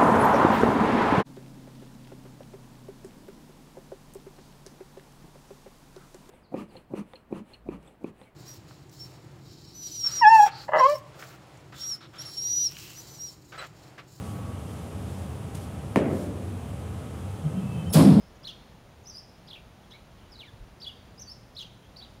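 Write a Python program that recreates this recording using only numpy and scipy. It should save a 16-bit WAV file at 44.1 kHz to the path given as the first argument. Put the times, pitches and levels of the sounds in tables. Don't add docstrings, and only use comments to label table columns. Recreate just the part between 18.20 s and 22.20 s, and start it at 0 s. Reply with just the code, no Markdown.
import sys
import numpy as np
from scipy import signal
from scipy.fft import rfft, irfft
from scipy.io import wavfile
from scipy.ndimage import uniform_filter1d

SR = 44100
rng = np.random.default_rng(int(sys.argv[2]) if len(sys.argv) > 2 else 0)


def output_pcm(signal):
    pcm = np.clip(np.atleast_2d(signal).T, -1, 1) * 32767
    wavfile.write(sys.argv[1], SR, np.round(pcm).astype(np.int16))


N = 176400


def undb(db):
    return 10 ** (np.asarray(db) / 20)


def unit_rms(x):
    return x / np.sqrt(np.mean(x ** 2))


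def wander(corner_hz):
    f = np.arange(N // 2 + 1) * SR / N
    return unit_rms(irfft(rfft(rng.standard_normal(N)) / (1 + (f / corner_hz) ** 2) ** 2, N))


def coloured_noise(spectrum):
    hz, db = np.array(spectrum, float).T
    f = np.arange(N // 2 + 1) * SR / N
    gain = undb(np.interp(np.log(f + 1), np.log(hz), db))
    return unit_rms(irfft(rfft(rng.standard_normal(N)) * gain, N))


def background():
    # (frequency [Hz], relative density [dB])
    rumble_spectrum = [(15, -33), (28, -4), (70, 0.5), (120, -2.5), (200, -3.5), (300, -11.5), (400, -12.5),
                       (620, -11.5), (1000, -16.5), (1500, -20), (2300, -23.5), (3300, -25), (5000, -30),
                       (6500, -36), (9000, -42)]
    hiss_spectrum = [(3000, -18), (6000, 4), (8500, 0.5), (10500, -1), (13000, -8), (15500, -7)]
    # (frequency [Hz], level [dB])
    hum_tones = [(119, -61), (360, -71), (699, -81)]
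    rumble_db, swell_db, hiss_db = -52.5, .5, -71.5
    t = np.arange(N) / SR
    rumble = undb(rumble_db + swell_db * wander(2.4)) * coloured_noise(rumble_spectrum)
    hum = sum(undb(db) * np.sin(2 * np.pi * hz * t + wander(4.6)) for hz, db in hum_tones)
    return rumble + hum + undb(hiss_db) * coloured_noise(hiss_spectrum)


def gliding_tone(contour, second_db, waver, flutter):
    throat_hz, throat_width_hz, throat_db = 3420, 480, 3.5
    edge_s, third_db = .0054, -42
    t = np.arange(N) / SR
    times, hz, db = np.array(contour, float).T
    pitch = uniform_filter1d(np.interp(t, times, hz), size=130) * waver
    gate = np.clip(np.minimum(t - times[0], times[-1] - t) / edge_s + .5, 0, 1)
    envelope = gate * undb(np.interp(t, times, db)) * flutter
    phase = 2 * np.pi * np.cumsum(pitch) / SR
    resonance = np.exp(-.5 * ((2 * pitch - throat_hz) / throat_width_hz) ** 2)
    second_gain = undb(second_db) + undb(throat_db) * resonance
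    wave = np.sin(phase) + second_gain * np.sin(2 * phase) + undb(third_db) * np.sin(3 * phase)
    return np.sqrt(2) * envelope * wave, envelope


def songbird():
    # (time [s], pitch [Hz], relative level [dB])
    far_whistle = [(.0, 5140, -66), (.05, 5230, -69), (.12, 5400, -78)]
    chirp_1 = [(.240, 2800, -54), (.248, 3884, -42.5), (.262, 4450, -45.5), (.270, 4110, -43),
               (.273, 3870, -35.5), (.280, 2924, -45), (.290, 3420, -38), (.298, 3414, -40),
               (.304, 2860, -45), (.313, 2750, -55), (.321, 4040, -51)]
    whistle_1 = [(.853, 5000, -59), (.864, 5100, -53), (.872, 5800, -44.5), (.886, 6150, -47.5),
                 (.892, 6050, -63), (.898, 5880, -41), (.907, 5100, -52), (.929, 4690, -53),
                 (.948, 5000, -50), (.962, 4830, -42.5), (.973, 5020, -45), (.984, 5310, -45),
                 (1.002, 5440, -52)]
    chirp_2 = [(1.282, 3110, -45), (1.288, 4046, -48), (1.296, 5320, -57), (1.305, 3980, -48),
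               (1.312, 3390, -39.5), (1.323, 2598, -66), (1.332, 3240, -40), (1.339, 3975, -49.5),
               (1.352, 3130, -46), (1.358, 2260, -52.5), (1.365, 2870, -49.5), (1.382, 2330, -55)]
    low_call = [(1.720, 1692, -66), (1.731, 1960, -62), (1.739, 2205, -57), (1.757, 2270, -55),
                (1.766, 2130, -56)]
    far_note = [(1.98, 3200, -65), (2.04, 3044, -67), (2.08, 3100, -72)]
    long_slur = [(2.108, 5650, -72), (2.118, 5455, -67), (2.122, 5200, -49), (2.141, 4500, -55),
                 (2.149, 4364, -63), (2.157, 4020, -51), (2.168, 3800, -67), (2.182, 4400, -57),
                 (2.193, 4050, -46.5), (2.209, 3363, -44.5), (2.221, 2820, -49.5), (2.239, 2220, -55.5),
                 (2.256, 2020, -60), (2.283, 1740, -61), (2.299, 1645, -65)]
    chirp_3 = [(2.613, 2913, -51), (2.622, 4600, -43.5), (2.635, 4640, -42.5), (2.641, 4410, -50),
               (2.645, 3986, -34.5), (2.651, 3300, -49), (2.663, 2874, -50), (2.668, 3337, -37),
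               (2.681, 3496, -35), (2.693, 2950, -46.5), (2.708, 2775, -51), (2.715, 3630, -62)]
    whistle_2 = [(2.978, 4900, -51), (2.988, 5050, -59), (2.999, 5900, -40.5), (3.007, 6500, -55.5),
                 (3.022, 6000, -39.5), (3.032, 4900, -57), (3.060, 4700, -66), (3.080, 4560, -47),
                 (3.090, 4630, -46), (3.102, 5170, -43.5), (3.113, 5300, -48.5), (3.128, 5450, -42)]
    chirp_4 = [(3.359, 2900, -61), (3.369, 3934, -39.5), (3.378, 4427, -45.5), (3.385, 3750, -39),
               (3.392, 3890, -36.5), (3.398, 2894, -44), (3.409, 3410, -38.5), (3.422, 2980, -47.5),
               (3.432, 2754, -44), (3.439, 4080, -54)]
    chirp_5 = [(3.761, 3820, -54), (3.769, 4540, -41), (3.778, 5800, -60), (3.788, 4660, -48),
               (3.798, 4500, -43.5), (3.811, 3090, -70), (3.818, 3430, -47), (3.830, 4050, -47),
               (3.845, 3560, -54), (3.859, 2960, -57)]
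    # (time [s], pitch [Hz], relative level [dB])
    rasp_1 = [(.275, 4700, -51), (.279, 5180, -50), (.285, 6200, -61), (.297, 6700, -57), (.304, 5070, -55),
              (.310, 4420, -47), (.316, 4100, -61)]
    hoarse_chip = [(1.712, 3100, -59), (1.724, 3400, -46.5), (1.733, 3890, -55), (1.750, 3980, -56),
                   (1.764, 3840, -58)]
    rasp_2 = [(3.389, 4600, -54), (3.396, 5120, -48), (3.402, 6100, -55), (3.417, 6600, -59),
              (3.424, 5540, -52), (3.430, 4420, -48), (3.436, 4100, -56)]
    # (time [s], duration [s], first pitch [Hz], last pitch [Hz], relative level [dB])
    grace_notes = [(.155, .018, 6600, 5900, -68), (0.23, 0.0135, 4700, 5640, -54),
                   (0.839, .013, 6100, 6300, -59), (1.272, .013, 4650, 5320, -54),
                   (1.633, .018, 3300, 3150, -61), (1.706, .02, 6100, 4740, -63),
                   (1.707, .014, 3900, 3800, -57), (2.601, 0.0142, 4700, 5640, -52.5),
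                   (3.351, .012, 4400, 5830, -55), (3.625, 0.046, 3000, 3400, -62.5)]
    # (frequency [Hz], relative density [dB])
    fizz_spectrum = [(1500, -6), (3000, 0), (6000, -1.5), (8000, -2.5), (11000, -3), (15500, -6)]
    # (contour, second harmonic [dB], roughness [share of pitch])
    calls = [(far_whistle, -40, .028), (chirp_1, -30, .0156), (rasp_1, -20, .07),
             (whistle_1, -24, .013), (chirp_2, -38, .016), (hoarse_chip, -30, .04),
             (low_call, -24, .0502), (far_note, -40, .04), (long_slur, -30, .00786),
             (chirp_3, -29, .011), (whistle_2, -23, .0128), (chirp_4, -27, .0225),
             (rasp_2, -19, .064), (chirp_5, -28, .0139)]
    for start, duration, first_hz, last_hz, db in grace_notes:
        calls.append(([(start, first_hz, db), (start + duration, last_hz, db)], -42, .04))
    bird_db, fizz_db, flutter_db = -3, -20.5, 2.5
    waver = wander(corner_hz=757)
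    flutter = undb(flutter_db * wander(corner_hz=310))
    tones, envelope = sum(np.array(gliding_tone(contour, second_db, 1 + roughness * waver, flutter))
                          for contour, second_db, roughness in calls)
    fizz = undb(fizz_db) * envelope * coloured_noise(fizz_spectrum)
    return undb(bird_db) * (tones + fizz)


def delayed(x, delay_s):
    return np.pad(x, (round(delay_s * SR), 0))[:N]


def foliage_scatter(x, t60_s, db):
    # (frequency [Hz], relative level [dB])
    scatter_spectrum = [(1500, -3), (2600, 0), (3300, -1), (4100, 2.5), (5300, 3), (6500, -0.5),
                        (9000, -7.5), (15000, -8)]
    decay = np.exp(-np.log(1000) * np.arange(SR) / SR / t60_s)
    response = coloured_noise(scatter_spectrum)[:SR] * decay
    return undb(db) * signal.fftconvolve(x, response / np.linalg.norm(response))[:N]


def garden_reflections(direct):
    # (delay [s], level [dB])
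    hard_surfaces = [(.0034, -15), (.0085, -10.5), (.039, -15.5), (.049, -16.5)]
    ground_s, ground_db = .001766, -9
    ground = undb(ground_db) * delayed(direct, ground_s)
    echoes = sum(undb(db) * delayed(direct, delay_s) for delay_s, db in hard_surfaces)
    near = foliage_scatter(direct, t60_s=.19, db=-12)
    blurred = direct * wander(corner_hz=420)
    far = foliage_scatter(blurred, t60_s=.7, db=-14)
    return direct + ground + echoes + near + far


def microphone_bumps():
    # (time [s], frequency [Hz], half-width [s], level [dB])
    bumps = [(2.340, 105, 0.0064, -39), (2.417, 85, 0.0073, -40), (2.424, 42.4, .02, -38),
             (2.534, 55, .012, -46)]
    t = np.arange(N) / SR
    return sum(undb(db) * np.exp(-((t - centre) / width) ** 2) * np.sin(2 * np.pi * hz * (t - centre))
               for centre, hz, width, db in bumps)


def scene():
    return (garden_reflections(songbird()) + background() + microphone_bumps())[None]


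def record(dry):
    notch_hz, notch_half_width_hz, notch_depth, cutoff_hz = 7870, 320, .69, 15700
    f = np.arange(N // 2 + 1) * SR / N
    notch = 1 - notch_depth / (1 + ((f - notch_hz) / notch_half_width_hz) ** 2)
    low_pass = signal.ellip(10, .1, 70, cutoff_hz, fs=SR, output="sos")
    return signal.sosfilt(low_pass, irfft(rfft(dry) * notch, N))


dry = scene()
out = record(dry)
output_pcm(out)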